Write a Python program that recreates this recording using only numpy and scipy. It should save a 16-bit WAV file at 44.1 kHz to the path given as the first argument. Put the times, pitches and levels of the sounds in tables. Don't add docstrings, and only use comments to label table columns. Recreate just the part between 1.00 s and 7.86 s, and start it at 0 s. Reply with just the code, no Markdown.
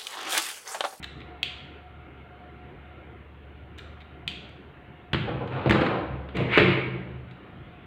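import sys
import numpy as np
from scipy import signal
from scipy.fft import rfft, irfft, next_fast_len
from scipy.io import wavfile
from scipy.ndimage import uniform_filter1d, map_coordinates

SR = 44100
rng = np.random.default_rng(int(sys.argv[2]) if len(sys.argv) > 2 else 0)


def bounce(signal):
    frames = np.transpose(np.atleast_2d(signal))
    limited = np.clip(frames, -1, 1)
    pcm = np.round(limited * 32767).astype(np.int16)
    wavfile.write(sys.argv[1], SR, pcm)


N = 302526

# (frequency [Hz], density [dB per Hz])
MURMUR_SPECTRUM = [(13, -69.5), (24, -28), (65, -5), (99, -5.5), (128, -2), (219, -11.5), (335, -9),
                   (661, -19.5), (1430, -20.5), (2900, -26), (3900, -38), (4600, -52), (5200, -63),
                   (6500, -99)]
# (time [s], level [dB])
MURMUR_LEVEL = [(0, -46.5), (.8, -48), (2, -46.5), (2.3, -49.5), (2.7, -48), (6.86, -46)]
# (time [s], level [dB])
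HUM_LEVEL = [(0.0, -50.5), (0.4, -49.5), (1.3, -53), (2.16, -49.5), (2.9, -49), (3.65, -56), (4.2, -58),
             (4.85, -68), (5.14, -39), (5.44, -42.5), (5.83, -58), (6.17, -44), (6.4, -65), (6.86, -74)]
# (time [s], level [dB])
WHINE_LEVEL = [(0, -55.5), (2.15, -57.5), (2.25, -70), (2.7, -61.5), (3.3, -57), (3.6, -67), (4, -59.5),
               (6.86, -61.5)]
# (centre [Hz], width [Hz], relative level [dB])
WHINE_BANDS = [(722, 45, 4), (1390, 100, -2.5), (2150, 140, -8)]

# (time [s], level [dB], treble relative to that level [dB])
JAW_CONTACTS = [(0.028, -19, -13), (0.032, -15, -20.5), (0.038, -19, -18), (0.0424, -8.5, -18.5),
                (0.204, -21.5, -27), (0.216, -23, -35), (2.779, -29, -14), (2.784, -17, -14),
                (2.7915, -17.5, -35), (3.005, -26, -28), (3.011, -28, -32), (3.018, -26.5, -28),
                (3.492, -44, -2), (6.311, -28.5, -23.5)]
# (time [s], gap between these pushes [s], snap [dB], rebound [dB], close [dB], chatter [dB], treble [dB])
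BLADE_SNAPS = [(.430, .0017, 0.5, -1.5, -8, -7, -16.5), (3.2777, .0018, -3.5, -6.5, -10, -11, -19.5)]
# (frequency [Hz], density [dB per Hz])
TICK_SPECTRUM = [(470, -60), (900, -10.5), (1500, -7), (2200, 1.5), (3000, -3), (3900, -0.5), (4720, -20.5),
                 (5500, -33), (7150, -81)]
SNAP_SPECTRUM = [(470, -34), (800, -34), (1600, -29), (2100, -18), (2500, -10.5), (2900, -11), (3300, -7.5),
                 (3800, -16), (4720, -24), (5500, -69), (7150, -80)]
TREBLE_SPECTRUM = [(3200, -5), (5500, -5), (7000, -2.5), (8260, -5), (9600, -15.5), (13500, -17.5),
                   (15800, -14)]
# (frequency [Hz], time to fall 60 dB [s])
WALL_DECAY = [(100, 0.54), (500, 0.94), (2000, 0.84), (4000, .7), (8000, 0.5), (14000, 0.19)]

# (time [s], clack [dB], clack colour [Hz], treble crack [dB], thud [dB], thud colour [Hz])
TABLE_BLOWS = [(4.132, 2.5, 3050, -26, 8.5, 150), (4.145, -0.5, 2920, -60.5, 8.5, 198),
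               (4.18, -19, 2000, -69, -2, 110), (4.475, -19, 3000, -47, -27, 300),
               (4.660, -9, 807, -46, 7.5, 650), (4.663, -19, 795, -63, 7.5, 130),
               (4.672, -12, 820, -49, 6, 200), (4.696, 1, 2620, -21, 12, 110),
               (4.708, 6, 1890, -19, 6.5, 600), (4.722, 1, 1790, -45, 10.5, 120),
               (4.747, -5, 1170, -43.5, 3.5, 700), (4.758, -11, 1200, -54, -13, 352),
               (4.811, -5.5, 1500, -32.5, 6, 252), (4.818, -3.5, 910, -46, 6, 660),
               (4.864, -1.5, 1480, -39, -2.5, 650), (5.105, -41, 1500, -80, -1.5, 105),
               (5.288, -21, 3000, -62, -36, 200), (5.355, -25, 3000, -41.5, -12.5, 130),
               (5.368, -6, 2500, -29, -7, 200), (5.416, -19.5, 2200, -46, -4, 130),
               (5.465, -22, 2200, -52, -3, 120), (5.5751, 6.5, 2120, -21, 15, 423),
               (5.580, 8.5, 2550, -34, 11.5, 400), (5.597, 6.5, 2450, -38, 10, 130),
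               (5.626, -6.5, 2200, -48.5, 0.5, 125), (5.685, -8, 2200, -55.5, 4, 300),
               (5.775, -19, 2000, -69, -0.5, 400), (5.869, -38, 1500, -70, 0, 185),
               (5.95, -28, 1498, -70, -6.5, 297)]
# (frequency [Hz], density [dB per Hz])
CLACK_SPECTRUM = [(300, -31.5), (700, -4.5), (1400, 2.5), (2200, 0), (3200, -4), (3900, -8.5), (4700, -18),
                  (5400, -33.5), (7000, -90)]
# (frequency [Hz], relative level [dB], time to fall 60 dB when held = 1 [s])
BOARD_MODES = [(73.6, -27, 0.21), (104.5, -5, 0.39), (129.85, 3.5, 0.37), (159, -7, 0.29), (183.8, -8.5, 1),
               (202.8, -4.5, 0.3), (321, -23, 0.28), (322.5, -4.5, 0.078), (346.7, 9, 0.058),
               (400, -2.5, 0.024), (430.7, 3, 0.051), (506.3, 2, 0.076), (567, -9.5, 0.14),
               (663, -1.5, 0.062), (724, -2.5, 0.051), (850, -4, 0.041)]

# (start [s], length [s], rasp [dB], rumble of the board [dB], rattle of the board [dB])
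TOOL_STROKES = [
    [(4.15, .27, -50.5, -44, -40.5), (4.42, .21, -38.5, -37, -38), (4.68, 0.066, -29.5, -52, -39.5),
     (4.77, 0.13, -36.5, -41.5, -32), (5.08, 0.085, -59, -42, -48)],
    [(5.33, 0.054, -37.5, -31, -30), (5.45, 0.13, -26.5, -32.5, -43), (5.58, .12, -37.5, -56, -45),
     (5.8, 0.25, -61, -45.5, -50.5)],
]
# (frequency [Hz], density [dB per Hz])
STRIPPER_SLIDE_SPECTRUM = [(410, -18), (700, 2.5), (1000, 1), (1400, 1), (2000, -11.5), (2400, -7),
                           (3200, -14.5), (4000, -19.5), (5500, -47), (7150, -85.5)]
SCISSORS_SLIDE_SPECTRUM = [(410, -47), (700, -15), (1020, -5.5), (1420, -8.5), (1600, -9), (2200, 1.5),
                           (2450, -4.5), (2700, -4), (3100, -9.5), (4000, -19), (5500, -45), (7150, -68),
                           (12100, -120)]

HUM_HZ = 71.8
JAW_CHATTER_S, BLOW_CHATTER_S = 0.0046, 0.007
STROKE_RISE, STROKE_FADE_DB_PER_S = 0.53, 171
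TOP_HZ = 15750


def amp(db):
    return 10 ** (np.asarray(db) / 20)


def unit(x):
    return x / np.sqrt(np.mean(x ** 2) + 1e-20)


def along(points, hz):
    f, v = np.transpose(points)
    return np.interp(np.log(hz + 1), np.log(f + 1), v)


def weight(hz, centre_hz, octaves):
    return np.exp(-.5 * (np.log2(hz / centre_hz) / octaves) ** 2)


def curves(rows):
    s, *cols = np.transpose(rows)
    t = np.arange(N) / SR
    return [amp(np.interp(t, s, c, -200, -200)) for c in cols]


def wobble(rate):
    knots = rng.standard_normal(int(N * rate / SR) + 4)
    return map_coordinates(knots, [np.arange(N) * rate / SR])


def filtered(x, response):
    m = next_fast_len(N + SR // 2)
    return irfft(rfft(x, m) * response(np.fft.rfftfreq(m, 1 / SR)), m)[:N]


def coloured(x, spectrum, size=2048):
    closed = list(spectrum) + [(spectrum[-1][0] * 1.25, -90)]
    magnitude = amp(along(closed, np.fft.rfftfreq(size, 1 / SR)))
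    cepstrum = irfft(np.log(magnitude + 1e-5))
    cepstrum[1:size // 2] *= 2
    cepstrum[size // 2 + 1:] = 0
    h = irfft(np.exp(rfft(cepstrum)))
    return signal.fftconvolve(x, h / np.linalg.norm(h))[:N]


def contacts(times, dbs, lengths):
    out, t = np.zeros(N + SR), np.arange(SR // 10) / SR
    for s, db, length in zip(times, dbs, lengths):
        burst = rng.standard_normal(len(t)) * amp(-10 * (t / max(length, 1e-4)) ** 2)
        burst[0] = 3
        out[round(s * SR):][:len(t)] += amp(db) * burst / np.linalg.norm(burst)
    return out[:N]


def push(x):
    out = np.zeros(len(x))
    out[np.argmax(x != 0)] = np.linalg.norm(x)
    return out


def murmur():
    z = signal.stft(rng.standard_normal(N), nperseg=1024)[2]
    field = uniform_filter1d(rng.standard_normal(z.shape), size=6, axis=0)
    field = uniform_filter1d(field, size=8, axis=1)
    patchy = signal.istft(z * amp(2.14 * unit(field)), nperseg=1024)[1][:N]
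    tinted = filtered(patchy, lambda hz: amp(along(MURMUR_SPECTRUM, hz)))
    return curves(MURMUR_LEVEL)[0] * unit(tinted)


def hum():
    hz = HUM_HZ + 1.59 * wobble(3.6)
    return np.sqrt(2) * amp(0.5 * wobble(2.9)) * np.sin(2 * np.pi * np.cumsum(hz) / SR)


def narrow(bands):
    def shape(f):
        return sum(amp(db) / (1 + (2 * (f - hz) / width) ** 2) for hz, width, db in bands)
    return unit(filtered(rng.standard_normal(N), shape))


def whine():
    core_hz = WHINE_BANDS[0][0] + 4 * wobble(6)
    core = np.sin(2 * np.pi * np.cumsum(core_hz) / SR)
    return narrow(WHINE_BANDS) + amp(-2.5) * core


def background():
    return murmur() + curves(HUM_LEVEL)[0] * hum() + curves(WHINE_LEVEL)[0] * whine()


def stripper():
    s, db, treble_db = np.transpose(JAW_CONTACTS)
    length = np.full(len(s), JAW_CHATTER_S)
    ticks = coloured(contacts(s, db, length), TICK_SPECTRUM)
    ticks += coloured(contacts(s, db + treble_db, length), TREBLE_SPECTRUM)
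    out = np.tile(ticks, (2, 1))
    for s, gap, *push_dbs, chatter_db, treble_db in BLADE_SNAPS:
        snap = contacts([s], [chatter_db], [.004])
        treble = contacts([s], [treble_db], [.003])
        for k, db in enumerate(push_dbs):
            snap[round((s + k * gap) * SR)] += (-1) ** k * amp(db)
        direct = coloured(snap, SNAP_SPECTRUM) + coloured(treble, TREBLE_SPECTRUM)
        for_walls = coloured(push(snap), SNAP_SPECTRUM) + coloured(push(treble), TREBLE_SPECTRUM)
        out += [direct, for_walls]
    return out


def workshop(x, size=8192):
    out, x = np.zeros(N + 3 * SR), np.pad(x, size)
    for k in range(0, N + size, size // 2):
        piece = x[k:k + size] * np.hanning(size + 1)[:-1]
        if np.abs(piece).max() > 1e-5:
            hz, t, z = signal.stft(rng.standard_normal(3 * SR // 4), SR, nperseg=256)
            decay = amp(-60 * t / along(WALL_DECAY, hz)[:, None])
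            tail = signal.istft(z * decay, SR, nperseg=256)[1]
            wet = signal.fftconvolve(piece, tail / np.linalg.norm(tail))
            out[k + 200:][:len(wet)] += wet
    return out[size:size + N]


def board(centre_hz, held=0.83):
    t = np.arange(SR) / SR
    scatter_db = rng.normal(0, 2.25, len(BOARD_MODES))
    h = np.zeros(SR)
    for (hz, db, t60), own_db in zip(BOARD_MODES, scatter_db):
        envelope = amp(db + own_db - 60 * held * t / t60)
        h += weight(hz, centre_hz, 0.71) * envelope * np.sin(2 * np.pi * hz * t)
    h *= 1 - np.exp(-t / 0.00089)
    return h / np.linalg.norm(h)


def knocks():
    out = np.zeros((2, N + SR))
    for s, db, clack_hz, treble_db, thud_db, thud_hz in TABLE_BLOWS:
        colour = [(hz, level + 20 * np.log10(0.84 + weight(hz, clack_hz, 0.24))) for hz, level in CLACK_SPECTRUM]
        clack = contacts([0], [db], [BLOW_CHATTER_S])[:SR // 10]
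        crack = contacts([0], [treble_db], [.005])[:SR // 10]
        direct = coloured(clack, colour) + coloured(crack, TREBLE_SPECTRUM)
        for_walls = coloured(push(clack), colour) + coloured(push(crack), TREBLE_SPECTRUM)
        from_blow = out[:, round(s * SR):]
        from_blow[:, :len(direct)] += np.array([direct, for_walls])
        from_blow[:, :SR] += amp(thud_db) * board(thud_hz)
    return out[:, :N]


def strokes(rows):
    t, out = np.arange(N) / SR, 0
    for s, length, *dbs in rows:
        rise = np.clip((t - s) / (STROKE_RISE * length), 0, 1) ** 2
        fade = amp(-STROKE_FADE_DB_PER_S * np.clip(t - s - length, 0, None))
        out = out + amp(dbs)[:, None] * rise * fade
    return out


def tabletop(x, centre_hz, held):
    return signal.fftconvolve(x, board(centre_hz, held))[:N]


def slide(rows, spectrum, bumps_db, treble_db, rattle_hz):
    bumps = bumps_db * wobble(45)

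    def grip():
        return unit(amp(bumps + 2.3 * wobble(400)) * rng.standard_normal(N))

    rasp, rumble, rattle = strokes(rows)
    out = coloured(rasp * grip(), spectrum)
    out += coloured(amp(treble_db) * rasp * grip(), TREBLE_SPECTRUM)
    out += tabletop(rumble * grip(), centre_hz=120, held=0.55)
    out += tabletop(rattle * grip(), centre_hz=rattle_hz, held=2.6)
    return out


def drags():
    stripper_rows, scissors_rows = TOOL_STROKES
    return (slide(stripper_rows, STRIPPER_SLIDE_SPECTRUM, bumps_db=5, treble_db=-46, rattle_hz=600)
            + slide(scissors_rows, SCISSORS_SLIDE_SPECTRUM, bumps_db=3, treble_db=-41, rattle_hz=420))


def scene():
    snips, snips_for_walls = stripper()
    blows, blows_for_walls = knocks()
    slides = drags()
    wet = workshop(amp(-4.5) * snips_for_walls + amp(-2.5) * blows_for_walls + amp(2.0) * slides)
    no_deep_bass = signal.butter(4, 58, "high", fs=SR, output="sos")
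    tools = signal.sosfilt(no_deep_bass, snips + blows + slides + wet)
    return (tools + background())[None]


def record(dry):
    hiss = amp(-85.5) * rng.standard_normal(N)
    return filtered(dry[0] + hiss, lambda hz: hz < TOP_HZ)[None]


dry = scene()
out = record(dry)
bounce(out)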